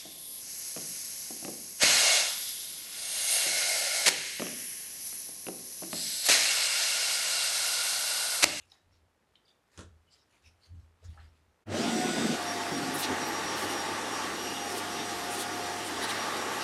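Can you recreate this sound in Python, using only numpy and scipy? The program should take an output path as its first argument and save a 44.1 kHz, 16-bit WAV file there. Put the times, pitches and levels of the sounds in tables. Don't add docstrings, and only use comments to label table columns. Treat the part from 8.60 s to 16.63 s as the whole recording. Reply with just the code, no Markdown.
import sys
import numpy as np
from scipy import signal
from scipy.fft import rfft, irfft, next_fast_len
from scipy.io import wavfile
from scipy.ndimage import uniform_filter1d, map_coordinates

SR = 44100
rng = np.random.default_rng(int(sys.argv[2]) if len(sys.argv) > 2 else 0)


def gain_from_decibels(decibels):
    exponent = np.asarray(decibels, float) / 20
    return 10 ** exponent


def log_audio(samples):
    frames = np.atleast_2d(samples).T
    limited = np.clip(frames, -1, 1)
    pcm = np.round(limited * 32767).astype(np.int16)
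    wavfile.write(sys.argv[1], SR, pcm)


N = 354211
T = np.arange(N) / SR
ON_S = 3.056
SWITCH_ON = np.clip((T - ON_S) / .012, 0, 1)
EARLY_UNTIL_S = 3.77
MAINS_BUZZ_HZ = 99.8


def unit(x):
    return x / np.sqrt(np.mean(x ** 2) + 1e-20)


def along(points, hz):
    f, v = np.transpose(points)
    return np.interp(np.log(hz + 1), np.log(f + 1), v)


def curve(rows):
    s, value = np.transpose(rows)
    return np.interp(T, s, value)


def wobble(rate):
    return map_coordinates(rng.standard_normal(int(N * rate / SR) + 4), [T * rate])


def swells(rows, rise, fall, rest_db):
    s, db, hold = np.transpose(rows)[..., None]
    t = T[::32]
    rising = rise * np.maximum(s - t, 0)
    falling = fall * np.maximum(t - s - np.abs(hold), 0)
    shapes = db - rising - falling
    return np.interp(T, t, np.maximum(shapes.max(axis=0), rest_db))


def filtered(x, response):
    m = next_fast_len(len(x) + 8192)
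    return irfft(rfft(x, m) * response(np.fft.rfftfreq(m, 1 / SR)), m)[:len(x)]


def rush(spectrum, patchy_db, modes=()):
    z = signal.stft(rng.standard_normal(N), nperseg=512)[2]
    patches = uniform_filter1d(rng.standard_normal(z.shape), size=6, axis=0)
    patches = uniform_filter1d(patches, size=12, axis=1)
    x = signal.istft(z * gain_from_decibels(patchy_db * unit(patches)), nperseg=512)[1][:N]

    def colour(hz):
        lift_db = sum(db / (1 + (2 * (hz - c) / w) ** 2) for c, w, db in modes)
        return gain_from_decibels(along(spectrum, hz) + lift_db) * np.minimum(hz / spectrum[0][0], 1) ** 4

    return unit(filtered(x, colour))


def bursts(rows, grain_db, edge, size):
    out = np.zeros(N + SR)
    for s, length, hz, width_hz, db in rows:
        n = min(round(length * SR), size)
        grain = np.repeat(rng.standard_normal(size // 64 + 1), 64)[:n]
        x = rng.standard_normal(size)[:n] * gain_from_decibels(grain_db * grain)

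        def resonance(f):
            peak = (1 + (2 * (f - hz) / width_hz) ** 2) ** -.8
            return peak * np.minimum(2 * f / hz, 1) ** 2

        swell = signal.windows.tukey(n, np.clip(edge, 0, 1))
        out[round(max(s, 0) * SR):][:n] += gain_from_decibels(db) * unit(filtered(x, resonance)) * swell
    return out[:N]


def shaken(envelope, spectrum):
    noise = rng.standard_normal(N)
    colour = lambda hz: gain_from_decibels(along(spectrum, hz))
    return filtered(envelope[:N] * noise, colour) / np.std(filtered(noise, colour))


def walls(x, t60, top_hz):
    t = np.arange(SR // 2) / SR
    tail = rng.standard_normal(len(t)) * gain_from_decibels(-60 * t / t60)
    tail = filtered(tail, lambda f: 1 / (1 + (f / top_hz) ** 2))
    return signal.fftconvolve(np.pad(x, (200, 0)), tail / np.linalg.norm(tail))[:N]


# frequency in Hz, level in dB per Hz.
ROOM_TONE = [(32, -32), (55, -1), (435, -6.5), (511, -7.5), (823, -9.5), (901, -9), (6090, -23),
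             (12600, -28.5), (16400, -53), (22000, -120)]


def room_air():
    return gain_from_decibels(-75.2 + .5 * wobble(5)) * rush(ROOM_TONE, patchy_db=.4)


def ticks():
    first_s, rate_hz, width_s = .0081, 63.0, .00009
    cycle = (T - first_s) * rate_hz
    nearest = np.round(cycle).astype(int)
    size = gain_from_decibels(-62.5 + 1.5 * rng.standard_normal(nearest.max() + 1))[nearest]
    spikes = -size * np.exp(-.5 * ((cycle - nearest) / rate_hz / width_s) ** 2)
    return spikes - uniform_filter1d(spikes, size=120)


# start in seconds, level in dB, hold in seconds.
FOOTSTEPS = [
    (0, -68, .02),
    (.25, -68, 0.19),
    (1.19, -55.5, 0.11),
    (1.86, -63, 0.031),
    (2.12, -45.5, 0.035),
    (2.46, -45, 0.036),
    (2.6, -52.5, 0.033),
    (2.8, -71, 0.082),
]
# frequency in Hz, level in dB per Hz.
FLOORBOARDS = [(15, -45), (25, -11), (48, -9), (70, 1), (86, -12), (99, -8), (145, -20), (300, -27.5),
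               (390, -59), (660, -120)]


def footsteps():
    ring = np.sqrt(2) * np.sin(2 * np.pi * np.cumsum(85 + 4 * wobble(15)) / SR)
    rumble = rush(FLOORBOARDS, patchy_db=1.0)
    return gain_from_decibels(swells(FOOTSTEPS, 550, 118, rest_db=-95)) * (0.72 * ring + 0.44 * rumble)


# start in seconds, level in dB, hold in seconds.
RUSTLES = [(0, -68, 0.05), (.1, -67, .06), (.762, -76, .005), (.89, -73, .01), (1.155, -62, .002),
           (1.54, -68, .03), (1.72, -70, .05), (1.85, -67, 0.024), (2.038, -68.5, 0.024),
           (2.15, -75.5, 0.089), (2.436, -70, 0.21), (2.75, -76, 0.026)]
# frequency in Hz, level in dB per Hz.
CLOTH_TONE = [(500, -1), (2000, 4), (5000, 1), (9000, -4.5), (13000, -13), (16000, -50)]


def sleeves():
    crackle = rush(CLOTH_TONE, patchy_db=3.5) * gain_from_decibels(2.0 * wobble(250))
    return gain_from_decibels(swells(RUSTLES, 240, 190, rest_db=-92) - 5.5) * unit(crackle)


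# start in seconds, length in seconds, centre in Hz, width in Hz, level in dB.
SQUEAKS = [(0, 0.057, 2700, 400, -69), (.09, 0.035, 5400, 600, -68), (.115, 0.044, 4700, 1200, -69),
           (.29, .13, 4220, 4000, -77), (.845, 0.03, 4700, 300, -73), (.875, .035, 4700, 300, -73),
           (.84, 0.11, 3600, 300, -73), (.75, 0.038, 3650, 300, -71), (1.46, 0.056, 2980, 150, -76),
           (1.49, 0.085, 4760, 900, -66.5), (1.5, 0.068, 7500, 300, -72), (1.51, .05, 8900, 500, -76),
           (1.85, .05, 9500, 1500, -78), (.1, .09, 1000, 1200, -73), (1.55, 0.11, 5200, 900, -74),
           (1.56, .08, 3850, 200, -77), (1.71, .08, 2370, 400, -74), (1.82, 0.095, 2610, 400, -67),
           (1.83, 0.086, 5430, 600, -67.5), (2.0, 0.092, 4400, 500, -67), (2.04, 0.048, 6200, 800, -76),
           (2.422, 0.03, 500, 200, -65), (2.43, .06, 6800, 500, -72), (2.43, .06, 5200, 1000, -70),
           (2.52, .06, 4700, 350, -79), (2.52, .04, 2000, 400, -75), (2.44, .15, 3500, 4000, -74),
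           (2.56, .14, 2000, 2500, -71), (1.81, .09, 3750, 200, -77), (.1, .06, 6750, 300, -75),
           (.31, .05, 5450, 200, -77), (0, .04, 3600, 300, -73), (2.585, 0.046, 4150, 300, -73),
           (2.62, .07, 4700, 200, -83), (2.66, .06, 5450, 300, -82), (2.47, 0.04, 3600, 400, -75),
           (2.43, 0.046, 1500, 700, -70.5), (2.428, 0.047, 6500, 3500, -69), (2.53, 0.1, 780, 250, -67),
           (2.57, 0.075, 1550, 350, -65.5), (2.565, 0.08, 2750, 250, -74)]


def squeaks():
    return bursts(SQUEAKS, grain_db=2.5, edge=0.99, size=SR // 5)


# start in seconds, peak in dB, ring in Hz, time to fade by 60 dB in seconds.
COLLAR_CLICKS = [(.1055, -54, 4100, .008), (.118, -41, 3910, 0.015), (.1185, -56, 9500, .008),
                 (.119, -60, 800, .04), (.14, -56, 3700, .01), (0.755, -46, 3110, 0.014),
                 (.7555, -62, 7000, .006), (.881, -54, 3600, .015), (.8905, -58, 3600, .012),
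                 (.914, -61, 3550, .015), (2.427, -65, 430, 0.035), (2.5745, -49, 1300, 0.03),
                 (2.594, -54, 1500, .02)]


def clicks():
    out, t = np.zeros(N + SR), np.arange(SR // 4) / SR
    for s, db, hz, t60 in COLLAR_CLICKS:
        band = lambda f: np.minimum(f / hz, 1) ** 3 / (1 + (f / (1.3 * hz)) ** 8)
        scrape = filtered(rng.standard_normal(len(t)), band)
        ring = np.sin(2 * np.pi * hz * t) + 0.62 * np.sin(2 * np.pi * 1.3 * hz * t)
        shape = gain_from_decibels(-60 * t / t60) * (1 - np.exp(-t / 0.0019))
        out[round(s * SR):][:len(t)] += gain_from_decibels(db + 2.0) * (ring + 1.5 * scrape) * shape
    return out[:N]


# start in seconds, peak in dB.
SEATING = [
    (1.176, -38.5),
    (1.1907, -41),
    (1.2073, -47),
    (1.232, -56),
]
# frequency in Hz, level in dB per Hz.
SHELL = [(500, -30), (800, -6), (1300, 0.5), (1800, -2.5), (2300, -14), (3500, -5.5), (5000, -13.5),
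         (7000, -7), (10000, -16), (13000, -38), (15000, -90)]
# frequency in Hz, level in dB per Hz.
HOSE_HOLLOW = [(53, -34), (90, -1), (311, -6), (383, -2), (650, -12), (840, -42), (1430, -120)]


def knock():
    rattle, thud = np.zeros((2, N + SR))
    t = np.arange(SR // 4) / SR
    for s, db in SEATING:
        start = round(s * SR)
        snap_and_tail = 1.4 * gain_from_decibels(-60 * t / 0.0045) + 0.77 * gain_from_decibels(-60 * t / 0.12)
        rattle[start:][:len(t)] += gain_from_decibels(db - 10.5) * snap_and_tail
        thud[start:][:len(t)] += gain_from_decibels(db - 7.5) * gain_from_decibels(-60 * t / 0.14) * (1 - np.exp(-t / 0.0026))
    return shaken(rattle, SHELL) + shaken(thud, HOSE_HOLLOW)


# start in seconds, peak in dB.
HOSE_BUMPS = [(4.093, -56), (4.49, -60), (4.83, -55), (4.945, -58), (5.315, -53), (5.695, -53), (5.89, -61),
              (6.3, -60), (6.54, -57), (7.371, -54)]


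def bumps():
    out, t = np.zeros(N + SR), np.arange(SR // 8) / SR
    for s, db in HOSE_BUMPS:
        push = np.sin(2 * np.pi * 70 * t) * (1 - np.exp(-t / .004))
        out[round((s + .015) * SR):][:len(t)] += gain_from_decibels(db + 7 - 60 * t / .12) * push
    return filtered(out[:N], lambda f: np.minimum(f / 45, 1) ** 2)


# start in seconds, level in dB, hold in seconds.
DRUM_GULPS = [(3.1, -30.5, 0.044), (3.18, -29.5, 0.027), (3.26, -31.5, 0.037), (3.36, -31.5, 0.04),
              (3.445, -31, 0.018), (3.58, -29, 0.036), (3.645, -29, .02), (3.7, -29.5, 0.019),
              (4.13, -32.5, 0.0057), (4.2, -39.5, 0.15), (4.35, -36.5, 0.048), (4.51, -31, 0.011),
              (4.6, -40.5, 0.7), (6.76, -38.5, 0.057)]
# frequency in Hz, level in dB per Hz.
EARLY_DRUM = [(26, -64), (45, -32), (81, -22), (113, -18), (183, -13), (220, -2.5), (338, -0.5),
              (520, -15.5), (680, -29), (1140, -120)]
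# frequency in Hz, level in dB per Hz.
LATER_DRUM = [(26, -62), (45, -48), (68, -39), (120, -23), (150, -10), (257, -2.5), (349, 0.5), (520, -7),
              (680, -24), (1140, -120)]
# centre in Hz, width in Hz, lift in dB.
DRUM_RINGS = [(165, 54, 8.5), (226.6, 25, 7.5)]


def drum_roar(early, build_up):
    rest_db = -42.5
    level_db = np.maximum(swells(DRUM_GULPS, 380, 300, rest_db=rest_db), rest_db + 8 * early)
    level_db = level_db - 35 * build_up
    booming = early * rush(EARLY_DRUM, patchy_db=-0.5, modes=DRUM_RINGS)
    steady = (1 - early) * rush(LATER_DRUM, patchy_db=1.0)
    return gain_from_decibels(level_db + 0.3 * wobble(22)) * (booming + steady)


# frequency in Hz, level in dB per Hz.
EARLY_COLUMN = [(280, -35), (480, -5.5), (724, -3), (1050, -10), (1730, -10), (2400, -13.5), (3120, -21),
                (5280, -120)]
# frequency in Hz, level in dB per Hz.
LATER_COLUMN = [(280, -28), (480, -6.5), (812, -1.5), (1010, -7.5), (1140, -5), (2400, -11.5), (3120, -17),
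                (5280, -120)]
# centre in Hz, width in Hz, lift in dB.
HOSE_RINGS = [(815, 16, 7), (898, 49, 5.5), (1146, 104, 6), (1820, 710, 6)]


def hose_rush(early, build_up, facing_db, surge):
    level_db = -37 + facing_db - 25 * build_up
    early_rush = early * rush(EARLY_COLUMN, patchy_db=1.7)
    later_rush = (1 - early) * rush(LATER_COLUMN, patchy_db=0.5, modes=HOSE_RINGS)
    return gain_from_decibels(level_db - 2.0 + 0.29 * surge) * (early_rush + later_rush)


# frequency in Hz, level in dB per Hz.
JET_TONE = [(1470, -28), (2500, -3.5), (2830, 0), (5240, -2.5), (5570, -2.5), (6240, -5), (8600, -9),
            (11200, -30), (18900, -120)]
# centre in Hz, width in Hz, lift in dB.
NOZZLE_RINGS = [(2115, 80, 5), (3670, 130, 2.5), (4760, 140, 2.2), (5470, 56, 4.5), (5865, 46, 2.5),
                (9200, 400, 2.5)]


def nozzle_jet(early, build_up, facing_db, tip_lift_db, surge):
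    level_db = -41 + 2.5 * early + 0.22 * facing_db + 0.2 * tip_lift_db - 59 * build_up
    return gain_from_decibels(level_db - 0.96 + .5 * surge) * rush(JET_TONE, patchy_db=1.4, modes=NOZZLE_RINGS)


# frequency in Hz, level in dB per Hz.
FIZZ_TONE = [(4710, -18), (8000, -2.5), (9380, 2), (10700, -2.5), (11700, -4), (11900, -5), (15600, -18)]


def tip_fizz(tip_db, build_up):
    level_db = tip_db - 110 * build_up
    return gain_from_decibels(level_db - 1.05 + 0.48 * wobble(25)) * rush(FIZZ_TONE, patchy_db=1.3)


# time in seconds, level in dB.
HOSE_FACING = [(3.3, 1), (4.1, 1.5), (4.17, -0.5), (4.38, 1), (4.46, 3), (5.17, 2), (5.7, 2.5), (5.8, -1),
               (7.36, 0), (7.46, 2.5), (8.03, 3.5)]
# start in seconds, level in dB, hold in seconds.
TIP_EDGES = [(4.4, -38.5, 0.03), (4.84, -48, .005), (4.98, -44.5, 0.069), (5.1, -45, .03),
             (6.1, -46.5, .05), (6.18, -40.5, 0.0042), (6.74, -40, .01), (6.81, -37, 0.0045),
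             (7.43, -44, 0.015), (7.5, -44, 0.012), (7.77, -47, .01), (7.93, -46, 0.011)]
# start in seconds, length in seconds, centre in Hz, width in Hz, level in dB.
AIR_SWELLS = [(4.336, 0.034, 10600, 2200, -40), (4.375, .05, 13200, 2500, -44),
              (4.425, 0.034, 3800, 2700, -34), (4.66, 0.044, 13500, 3000, -53),
              (4.41, 0.065, 2450, 700, -45), (8, 0.04, 4600, 2500, -41), (7.24, 0.06, 9000, 1500, -46),
              (7.415, 0.045, 4200, 2500, -40), (7.485, .03, 9000, 700, -47), (7.5, .035, 2000, 900, -41),
              (7.43, .04, 1200, 600, -42), (7.42, 0.038, 10500, 1200, -46), (7.405, .03, 1900, 540, -40),
              (7.485, 0.047, 3800, 2000, -38.5), (6.7, .035, 9100, 800, -48), (6.36, .08, 3700, 400, -49),
              (7.53, 0.065, 3400, 2500, -44), (3.2, 0.54, 8000, 300, -50), (3.14, .65, 7800, 1500, -50),
              (3.15, .12, 7000, 500, -51), (3.59, .1, 8000, 200, -52), (6.08, .14, 380, 150, -43),
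              (7.7, .3, 400, 160, -45), (5.0, .2, 400, 150, -45), (3.85, .2, 280, 80, -45),
              (6.95, .4, 905, 35, -52), (4.42, .04, 5200, 1500, -44), (4.4, 1.34, 900, 45, -48),
              (3.14, .63, 3500, 400, -49), (3.14, .63, 2000, 400, -48), (6.8, .04, 4500, 400, -47),
              (4.48, .06, 280, 60, -38), (5.8, 1.4, 810, 32, -55.5), (4.08, .36, 160, 50, -47),
              (4.1, .33, 270, 60, -42), (4.4, .9, 1140, 80, -47), (5.24, 0.19, 1150, 70, -41.5),
              (5.46, .24, 1150, 70, -42.5), (4.42, .26, 880, 60, -48), (7.38, 0.62, 1150, 110, -45.5)]


def airflow():
    early = np.clip((EARLY_UNTIL_S - T) / 0.0096, 0, 1)
    build_up = np.exp(-np.maximum(T - ON_S, 0) / 0.031)
    tip_rest_db = -50.5
    facing_db = curve(HOSE_FACING)
    tip_db = swells(TIP_EDGES, 220, 350, rest_db=tip_rest_db)
    surge = wobble(8.2)
    roar = drum_roar(early, build_up)
    hiss = hose_rush(early, build_up, facing_db, surge)
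    hiss = hiss + nozzle_jet(early, build_up, facing_db, tip_db - tip_rest_db, surge)
    hiss = hiss + tip_fizz(tip_db, build_up)
    hiss = hiss * SWITCH_ON + bursts(AIR_SWELLS, grain_db=1.0, edge=0.45, size=3 * SR // 2)
    return roar * SWITCH_ON + hiss + gain_from_decibels(-11.5) * walls(hiss, t60=.07, top_hz=30000)


# time in seconds, turns per second in Hz.
FAN_SPEED = [(3.75, 735.5), (3.82, 712), (3.9, 702.5), (4.1, 697), (4.19, 706), (4.25, 718), (4.55, 718.5),
             (4.62, 709.5), (4.95, 704.4), (5.06, 711.2), (5.2, 704.5), (5.7, 702.5), (5.88, 712),
             (6.7, 713), (6.9, 716), (7.0, 712.8), (7.27, 714.5), (7.6, 706.1), (8.03, 706.3)]
# start in seconds, level in dB, hold in seconds.
SHAFT_1 = [(3.11, -46, .02), (3.142, -39.5, .015), (3.19, -47, .02), (3.225, -38.5, .03), (3.29, -47, .03),
           (3.345, -38, .1), (3.47, -46, .11), (3.62, -47, .16), (3.8, -42, .42), (4.27, -44.5, .08),
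           (4.5, -45.5, .15), (5.02, -54, .1), (5.53, -51, .02), (5.86, -46.5, .2), (6.1, -44.5, .08),
           (6.22, -46.5, .18), (6.44, -44, .12), (6.59, -45, .18), (6.8, -44.5, .1), (6.94, -43.5, .24),
           (7.22, -46, .1), (7.38, -48, .06), (7.5, -52, .15)]
# start in seconds, level in dB, hold in seconds.
SHAFT_2 = [(3.27, -46, .06), (3.38, -48, .03), (3.42, -46, .035), (3.49, -45, .1), (3.62, -48, .13),
           (4.2, -49.5, .3), (5.05, -63, .15), (6.2, -48.5, 0.024), (6.75, -49.5, 0.2)]
# start in seconds, level in dB, hold in seconds.
SHAFT_4 = [(4.0, -62, 0.021), (4.34, -58, .02), (5.02, -54, .02), (5.2, -56.5, .45), (5.86, -49.5, 0.15),
           (7.23, -58, .02)]
# start in seconds, level in dB, hold in seconds.
SHAFT_8 = [(3.236, -46, .018), (3.285, -46.5, .035), (3.35, -45, .04), (3.42, -46.5, 0.06),
           (3.49, -50, .04), (3.56, -54, 0.2), (3.885, -40.5, 0.027), (3.95, -57, .12), (4.15, -39, 0.023),
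           (4.26, -53, .04), (4.445, -49, .03), (4.53, -53, .02), (4.62, -44.5, 0.04), (4.66, -47.5, .04),
           (4.75, -44.5, 0.045), (4.865, -44.5, 0.05), (4.92, -47.5, .035), (5.02, -51, .02),
           (5.09, -46.5, .03), (5.155, -44, 0.06), (5.26, -51, .04), (5.36, -54, .08), (5.51, -46.5, 0.09),
           (5.63, -52, .04), (5.74, -51, .02), (5.8, -45.5, .09), (5.9, -49, .07), (6.0, -48, 0.12),
           (6.31, -49.5, .2), (6.6, -56, .1), (6.78, -52, .03), (6.88, -53, .06), (6.97, -55, .15),
           (7.2, -53.5, 0.091), (7.36, -53, .15), (7.6, -44.5, 0.05), (7.7, -53, .03), (7.78, -50, .05),
           (7.86, -52, .08), (7.97, -54, .05)]
# start in seconds, level in dB, hold in seconds.
SHAFT_16 = [(3.3, -67, .08), (3.42, -60, .06), (3.52, -66, .08), (3.64, -61, .12), (3.82, -63, .05),
            (3.91, -60, .04), (4.03, -60, .03), (4.1, -63, .06), (4.25, -62, .15), (4.69, -56, .02),
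            (5.0, -61, .7), (5.83, -55, .02), (5.95, -60.5, .5), (6.58, -54, 0.029), (6.98, -58, .02),
            (7.27, -55, .02), (7.6, -61, .3), (7.98, -54, .05)]
# start in seconds, level in dB, hold in seconds.
BEATING = [(4.48, -49, .2), (4.75, -51, .2), (5.03, -47, 0.34), (5.95, -49, .12), (6.45, -50, 0.13),
           (6.7, -47, 0.2), (7.12, -50, .06), (7.55, -50.5, .15)]
# start in seconds, level in dB, hold in seconds.
MAINS_BUZZ = [
    (3.095, -37.5, 0.027),
    (4.5, -44, 0.024),
    (5.05, -47.5, .02),
    (5.32, -50, .02),
]


def motor():
    spin_up = 1 - np.exp(-np.maximum(T - 3.043, 0) / .0695)
    speed = curve(FAN_SPEED) * spin_up
    phase = 2 * np.pi * np.cumsum(speed * (1 + .0008 * wobble(40))) / SR
    orders = np.array([[1], [2], [4], [8], [16]])
    flicker_db = 1.4 * np.array([wobble(38) for _ in orders])
    levels_db = np.array([swells(SHAFT_1, 250, 200, rest_db=-62),
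                          swells(SHAFT_2, 150, 150, rest_db=-71),
                          swells(SHAFT_4, 70, 70, rest_db=-69),
                          swells(SHAFT_8, 380, 600, rest_db=-59),
                          swells(SHAFT_16, 100, 100, rest_db=-83)])
    tones = np.sum(gain_from_decibels(levels_db + 3.0 + flicker_db) * np.sin(orders * phase), axis=0)
    mains = 2 * np.pi * np.cumsum(MAINS_BUZZ_HZ + 3.5 * wobble(14)) / SR
    beat_db = swells(BEATING, 150, 150, rest_db=-60) + 2.5 + 2.6 * wobble(20)
    tones = tones + gain_from_decibels(beat_db) * np.sin(phase + mains)
    early_dip_db = 6 * ((T > 3.2) & (T < EARLY_UNTIL_S))
    buzz_db = swells(MAINS_BUZZ, 400, 220, rest_db=-55) - early_dip_db + 0.5 + 1.3 * wobble(12)
    buzz = gain_from_decibels(buzz_db) * np.sin(mains)
    return tones * np.clip((T - 3.08) / 0.063, 0, 1) + buzz * SWITCH_ON


# time in seconds, level in dB.
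QUIET_DIP = [
    (0, 1),
    (3.035, 2.5),
    (3.044, -19),
    (3.056, -12),
    (3.07, 15),
]


def scene():
    hands = squeaks() + clicks() + knock() + sleeves()
    echo = gain_from_decibels(-11.5) * walls(hands, t60=0.28, top_hz=9000)
    quiet = hands + echo + footsteps() + room_air() + ticks()
    mono = quiet * gain_from_decibels(curve(QUIET_DIP)) + motor() + airflow() + bumps()
    return np.array([mono, mono])


def low_pass(x):
    return signal.sosfilt(signal.butter(12, 15710, fs=SR, output="sos"), x)


def record(dry):
    return low_pass(dry)


dry = scene()
out = record(dry)
log_audio(out)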